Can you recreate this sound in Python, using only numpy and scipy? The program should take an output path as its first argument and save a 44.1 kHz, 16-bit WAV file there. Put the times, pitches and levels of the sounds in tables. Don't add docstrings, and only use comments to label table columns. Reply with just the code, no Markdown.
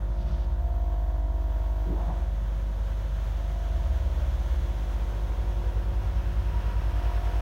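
import sys
import numpy as np
from scipy import signal
from scipy.fft import rfft, irfft, next_fast_len
from scipy.io import wavfile

SR = 44100
rng = np.random.default_rng(int(sys.argv[2]) if len(sys.argv) > 2 else 0)


def inscribe(sig):
    pcm = np.round(np.clip(np.atleast_2d(sig).T, -1, 1) * 32767)
    wavfile.write(sys.argv[1], SR, pcm.astype(np.int16))


N = 326781
TIME = np.arange(N) / SR

# time in seconds, firing rate in Hz, level in dB.
ENGINE_RUN = [(0, 63.1, -42.5), (.2, 62.8, -33), (.75, 68.2, -31.5), (1.3, 69.3, -33.5), (2.0, 69.6, -37.5),
              (2.2, 69.12, -33), (2.65, 70.85, -46), (3.0, 72, -39), (3.55, 73.6, -38.5),
              (3.85, 69.46, -28.5), (4.55, 66.77, -28), (4.9, 65.84, -34.5), (5.2, 63, -34.5),
              (5.45, 61.4, -32.5), (5.75, 59.86, -34.5), (6.45, 60.24, -31), (7.41, 60.1, -32.5)]
# multiple of half the firing rate, level in dB against the firing tone.
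IDLE_PARTIALS = [(1, -27), (3, -6)]
IDLE_START_S, IDLE_EDGE_S = 5.24, 0.21

MAINS_HZ = 50.04
# multiple of the mains, dB with a small flame, dB with a long flame.
PUMP_HUM = [(1, -28, -25.5), (2, -45, -44.5), (4, -53.5, -61), (11, -55, -64)]
# multiple of the mains, dB with a small flame,
# dB with a long flame, both before the buzz level of FLAME_SHAPE.
FLAME_BUZZ = [(5, -69, -60), (6, -61, -52.5), (7, -54.5, -55), (8, -78, -65.5), (9, -72.5, -71),
              (10, -62, -57), (12, -61, -57.5), (15, -61, -56), (16, -70, -64), (18, -61, -58),
              (19, -66.5, -53), (20, -66, -60.5), (21, -70, -71.5), (22, -68, -61), (24, -75, -79)]
# start in seconds, end in seconds, attack in seconds,
# resonance at the start in Hz, level in dB at the start, fade in dB per second.
TUBE_RINGS = [(.08, .41, 0.12, 679, -55, 0), (0.495, 1.985, 0.19, 692.6, -46.5, 7),
              (1.953, 2.25, .1, 692, -47.5, 11), (3.275, 4.502, 0.35, 687, -45.5, 17),
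              (6.8, 7.602, 0.32, 694, -49, 4)]
RING_RELEASE_S, RING_SAG_HZ_PER_S = 0.25, 19.4
TUBE_REST_HZ, TUBE_REST_DB = 666.5, -55.5
TUBE_OPEN_HZ, TUBE_OPEN_S, TUBE_OPEN_TAKES_S = 683, 4.6, 0.5

# peak time in seconds,
# length (Gaussian spread) in seconds, centre in Hz, width in Hz, level in dB.
NOISE_PUFFS = [(.29, 0.12, 135, 59.6, -44), (.32, 0.072, 1100, 600, -58), (1.901, 0.028, 176, 59.6, -40),
               (1.91, 0.032, 348, 77, -40), (2.053, 0.11, 765, 323, -47), (2.074, .045, 172, 60, -41.5),
               (2.343, 0.028, 652, 90, -53), (4.146, 0.15, 625, 40, -54.5), (5.45, 0.41, 450, 111, -54),
               (6.353, 0.39, 123, 69.93, -46)]

# frequency in Hz, relative dB per Hz.
RUSH_SPECTRUM = [(900, -20), (2000, -5), (3500, 1), (6000, -7), (7500, -22), (12000, -27)]
RUSH_PEAK_S, RUSH_RISE_S, RUSH_FALL_S, RUSH_DB = 0.35, 0.16, 0.1, -60
# centre in Hz, width in Hz, relative level in dB.
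WHISTLE_MODES = [(4590, 130, -5), (5900, 250, -8), (8600, 90, -16), (12000, 160, -4), (14100, 130, -4),
                 (15300, 220, 0)]
# start in seconds, end in seconds, level in dB.
WHISTLING_SPELLS = [(.52, 1.19, -72), (1.3, 2.0, -70)]
WHISTLING_EDGE_S = 0.12

# centre in Hz, width in Hz, relative level in dB.
SINGING_MODES = [(418, 42, -10), (960, 21, 1), (1360, 110, -7)]
SING_DB, SING_STRETCHED_DB = -66, -56.5
SING_START_S, SING_END_S, SING_EDGE_S, SING_SWELL_DB = 6.47, 6.77, 0.089, -56

# frequency in Hz, relative dB per Hz.
RUMBLE_SPECTRUM = [(15, -32), (32, -15), (45, -2.5), (65, 8), (85, -1), (110, -0.5), (140, -5.5),
                   (185, -9.5), (225, -21.5), (400, -32)]
ROAR_SPECTRUM = [(150, -35), (240, -1.5), (340, 0), (420, -5.5), (490, 1.5), (630, -1.5), (820, -4),
                 (960, -1.5), (1170, -7), (1450, -6), (1850, -11), (2200, -21), (3000, -29.5)]
JET_SPECTRUM = [(1200, -3.5), (2100, 0.5), (2700, -2), (3350, 1.5), (4100, -5), (4900, -9.5), (5500, -8),
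                (6300, -6.5), (7100, -12), (7800, -21), (10000, -56)]
HISS_SPECTRUM = [(5000, -8), (7500, -3.5), (8600, 0.5), (9800, 0), (10400, -4), (11200, -.5), (13000, -0.5),
                 (14600, -1), (15600, 2)]
# frequency in Hz, relative dB per Hz.
TEARING_SPECTRUM = [(250, -7.5), (400, 2), (600, -1.5), (800, -1), (1350, -1), (1850, -4.5), (2200, -8.5),
                    (2700, -7), (3600, -16), (4800, -18.5), (5500, -16.5), (6500, -34)]
# time in seconds, level in dB.
GAS_FLOW = [(0.6, -65), (1.16, -64.5), (2.15, -59.5), (2.24, -61), (3.19, -57), (4.63, -54.5), (5.9, -57.5),
            (6.76, -56), (7.3, -53)]
# time in seconds, length from 0 to 1, level of its buzz in dB.
FLAME_SHAPE = [(.45, 0, 1), (.95, 0.78, -1), (1.95, 0.59, 1), (2.45, 0.03, -4), (3.35, 0.1, -10),
               (3.9, 0.01, -1.5), (4.5, 0, -1.5), (5.1, 0, 3), (6.7, 0.01, 1), (7.1, 0.47, 2.5)]
ROAR_DB, ROAR_FOLLOWS = -49.5, 0.57
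JET_DB, JET_FOLLOWS = -57.5, 0.92
HISS_DB, HISS_FOLLOWS = -66, 0.71
RUMBLE_DB, LONG_FLAME_RUMBLE_DB = -38, -4.5
STRETCH_START_S, STRETCH_POWER, TEARING_DB = 2.66, 2.17, -46
STRETCH_ROAR_DB, STRETCH_JET_DB, STRETCH_HISS_DB = -4, -3, 1.0

CUTOFF_HZ = 15780


def from_db(db):
    return 10 ** (np.asarray(db) / 20)


def rms_one(x):
    return x / np.sqrt(np.mean(x ** 2) + 1e-20)


def in_time(rows):
    seconds, *columns = np.transpose(rows)
    return [np.interp(TIME, seconds, column) for column in columns]


def rise(start, length):
    return np.sin(np.pi / 2 * np.clip((TIME - start) / length, 0, 1)) ** 2


def held(start, end, attack, release):
    return rise(start, attack) * (1 - rise(end - release / 2, release))


def coloured(gain_at):
    size = next_fast_len(N)
    hz = np.maximum(np.arange(size // 2 + 1) * SR / size, 1)
    spectrum = rfft(rng.standard_normal(size)) * gain_at(hz)
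    return rms_one(irfft(spectrum, size)[:N])


def shaped_noise(spectrum):
    points, db = np.transpose(spectrum)

    def gain_at(hz):
        skirts = np.minimum(1, np.minimum(hz / points[0], points[-1] / hz)) ** 2
        return from_db(np.interp(np.log(hz), np.log(points), db)) * skirts
    return coloured(gain_at)


def resonant_noise(centre_hz, width):
    return coloured(lambda hz: 1 / (1 + ((hz - centre_hz) / (0.75 * width)) ** 2))


def drift(rate):
    return coloured(lambda hz: 1 / (1 + (hz / rate) ** 4))


def tone(turns):
    return np.sqrt(2) * np.sin(2 * np.pi * (turns + rng.random()))


def engine(unsteady_db=1.0):
    firing_hz, level_db = in_time(ENGINE_RUN)
    turns = np.cumsum(firing_hz) / SR
    partials = sum(from_db(db) * tone(round(k) * turns / 2) for k, db in IDLE_PARTIALS)
    idling = rise(IDLE_START_S, IDLE_EDGE_S) * partials
    return from_db(level_db + unsteady_db * drift(rate=10.5)) * (tone(turns) + idling)


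def stroke_phases(orders, db):
    log_gain = np.log(from_db(np.interp(np.arange(max(orders) + 1), orders, db)))
    mirrored = np.r_[log_gain, log_gain[-2:0:-1]]
    return -np.imag(signal.hilbert(mirrored))


def tube(harmonics, width_hz=22):
    def ring(hz):
        lifts = {k: 1 / (1 + ((k * MAINS_HZ - hz) / width_hz) ** 2) for k in harmonics}
        lifted = sum(lifts[k] * harmonics[k] for k in harmonics)
        return lifted / np.sqrt(sum(lift ** 2 for lift in lifts.values()))

    rest_hz = TUBE_REST_HZ + (TUBE_OPEN_HZ - TUBE_REST_HZ) * rise(TUBE_OPEN_S, TUBE_OPEN_TAKES_S)
    out = from_db(TUBE_REST_DB) * ring(rest_hz)
    for start, end, attack, hz, db, fade in TUBE_RINGS:
        age = np.clip(TIME - start, 0, end - start)
        envelope = held(start, end, attack, RING_RELEASE_S) * from_db(db - fade * age)
        out = out + envelope * ring(hz - RING_SAG_HZ_PER_S * age)
    return out


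def pump(waver_db=1.3, tube_peak_db=-43.5, first_stroke_s=0.00196):
    turns = MAINS_HZ * (TIME - first_stroke_s)
    length, buzz_db = in_time(FLAME_SHAPE)

    def blend(small, long):
        return small + (long - small) * np.clip(length, 0, 1)

    hum = sum(from_db(blend(small, long)) * np.cos(2 * np.pi * round(k) * (turns - 0.5))
              for k, small, long in PUMP_HUM)

    tube_orders = (13, 14)
    levels = [(round(k), long) for k, small, long in FLAME_BUZZ]
    levels += [(k, tube_peak_db) for k in tube_orders]
    phases = stroke_phases(*zip(*sorted(levels)))

    def harmonic(k):
        return np.cos(2 * np.pi * round(k) * turns + phases[round(k)])

    buzz = sum(from_db(blend(small, long) + buzz_db + waver_db * drift(rate=3.1)) * harmonic(k)
               for k, small, long in FLAME_BUZZ)
    ringing = tube({k: harmonic(k) for k in tube_orders})
    return np.sqrt(2) * (hum + buzz + ringing)


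def puffs(ragged_db=2.5):
    swells = sum(from_db(db) * np.exp(-0.5 * ((TIME - peak) / length) ** 2) * resonant_noise(hz, width)
                 for peak, length, hz, width, db in NOISE_PUFFS)
    return from_db(ragged_db * drift(rate=10.4)) * swells


def valve(spurt_db=2.5):
    spread = np.where(TIME < RUSH_PEAK_S, RUSH_RISE_S, RUSH_FALL_S)
    swell = np.exp(-0.5 * ((TIME - RUSH_PEAK_S) / spread) ** 2)
    rush = swell * from_db(RUSH_DB + spurt_db * drift(rate=30)) * shaped_noise(RUSH_SPECTRUM)
    whistles = rms_one(sum(from_db(db) * resonant_noise(hz, width) for hz, width, db in WHISTLE_MODES))
    whistling = sum(from_db(db) * held(start, end, WHISTLING_EDGE_S, WHISTLING_EDGE_S)
                    for start, end, db in WHISTLING_SPELLS)
    return rush + whistling * whistles


def nozzle(stretch):
    swell = held(SING_START_S, SING_END_S, SING_EDGE_S, SING_EDGE_S)
    gain = from_db(SING_DB) + stretch * from_db(SING_STRETCHED_DB) + swell * from_db(SING_SWELL_DB)
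    return gain * sum(from_db(db) * resonant_noise(hz, width) for hz, width, db in SINGING_MODES)


def flame(flutter_db=0.77, surge_db=0.9, jet_flutter=0.49):
    flow_db, = in_time(GAS_FLOW)
    flow_db = flow_db - flow_db.mean()
    length, _ = in_time(FLAME_SHAPE)
    stretch = np.clip((TIME - STRETCH_START_S) / (TIME[-1] - STRETCH_START_S), 0, 1) ** STRETCH_POWER
    flutter = flutter_db * drift(rate=16)
    surge = surge_db * np.sin(2 * np.pi * MAINS_HZ * TIME)

    rumble_db = RUMBLE_DB + LONG_FLAME_RUMBLE_DB * length
    roar_db = ROAR_DB + ROAR_FOLLOWS * flow_db + STRETCH_ROAR_DB * stretch + flutter + surge
    jet_db = JET_DB + JET_FOLLOWS * flow_db + STRETCH_JET_DB * stretch + jet_flutter * flutter
    hiss_db = HISS_DB + HISS_FOLLOWS * flow_db + STRETCH_HISS_DB * stretch + jet_flutter * flutter

    rumble = from_db(rumble_db) * shaped_noise(RUMBLE_SPECTRUM)
    roar = from_db(roar_db) * shaped_noise(ROAR_SPECTRUM)
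    jet = from_db(jet_db) * shaped_noise(JET_SPECTRUM)
    hiss = from_db(hiss_db) * shaped_noise(HISS_SPECTRUM)
    tearing = stretch * from_db(TEARING_DB + flutter) * shaped_noise(TEARING_SPECTRUM)
    return rumble + roar + jet + hiss + tearing + nozzle(stretch)


def scene():
    return (engine() + pump() + puffs() + valve() + flame())[None]


def record(dry):
    from_edge_s = np.minimum(TIME, TIME[-1] - TIME)
    ease = np.sin(np.pi / 2 * np.clip(from_edge_s / 0.004, 0, 1)) ** 2
    low_pass = signal.ellip(12, 0.1, 90, CUTOFF_HZ, fs=SR, output="sos")
    return signal.sosfilt(low_pass, dry * ease)


dry = scene()
out = record(dry)
inscribe(out)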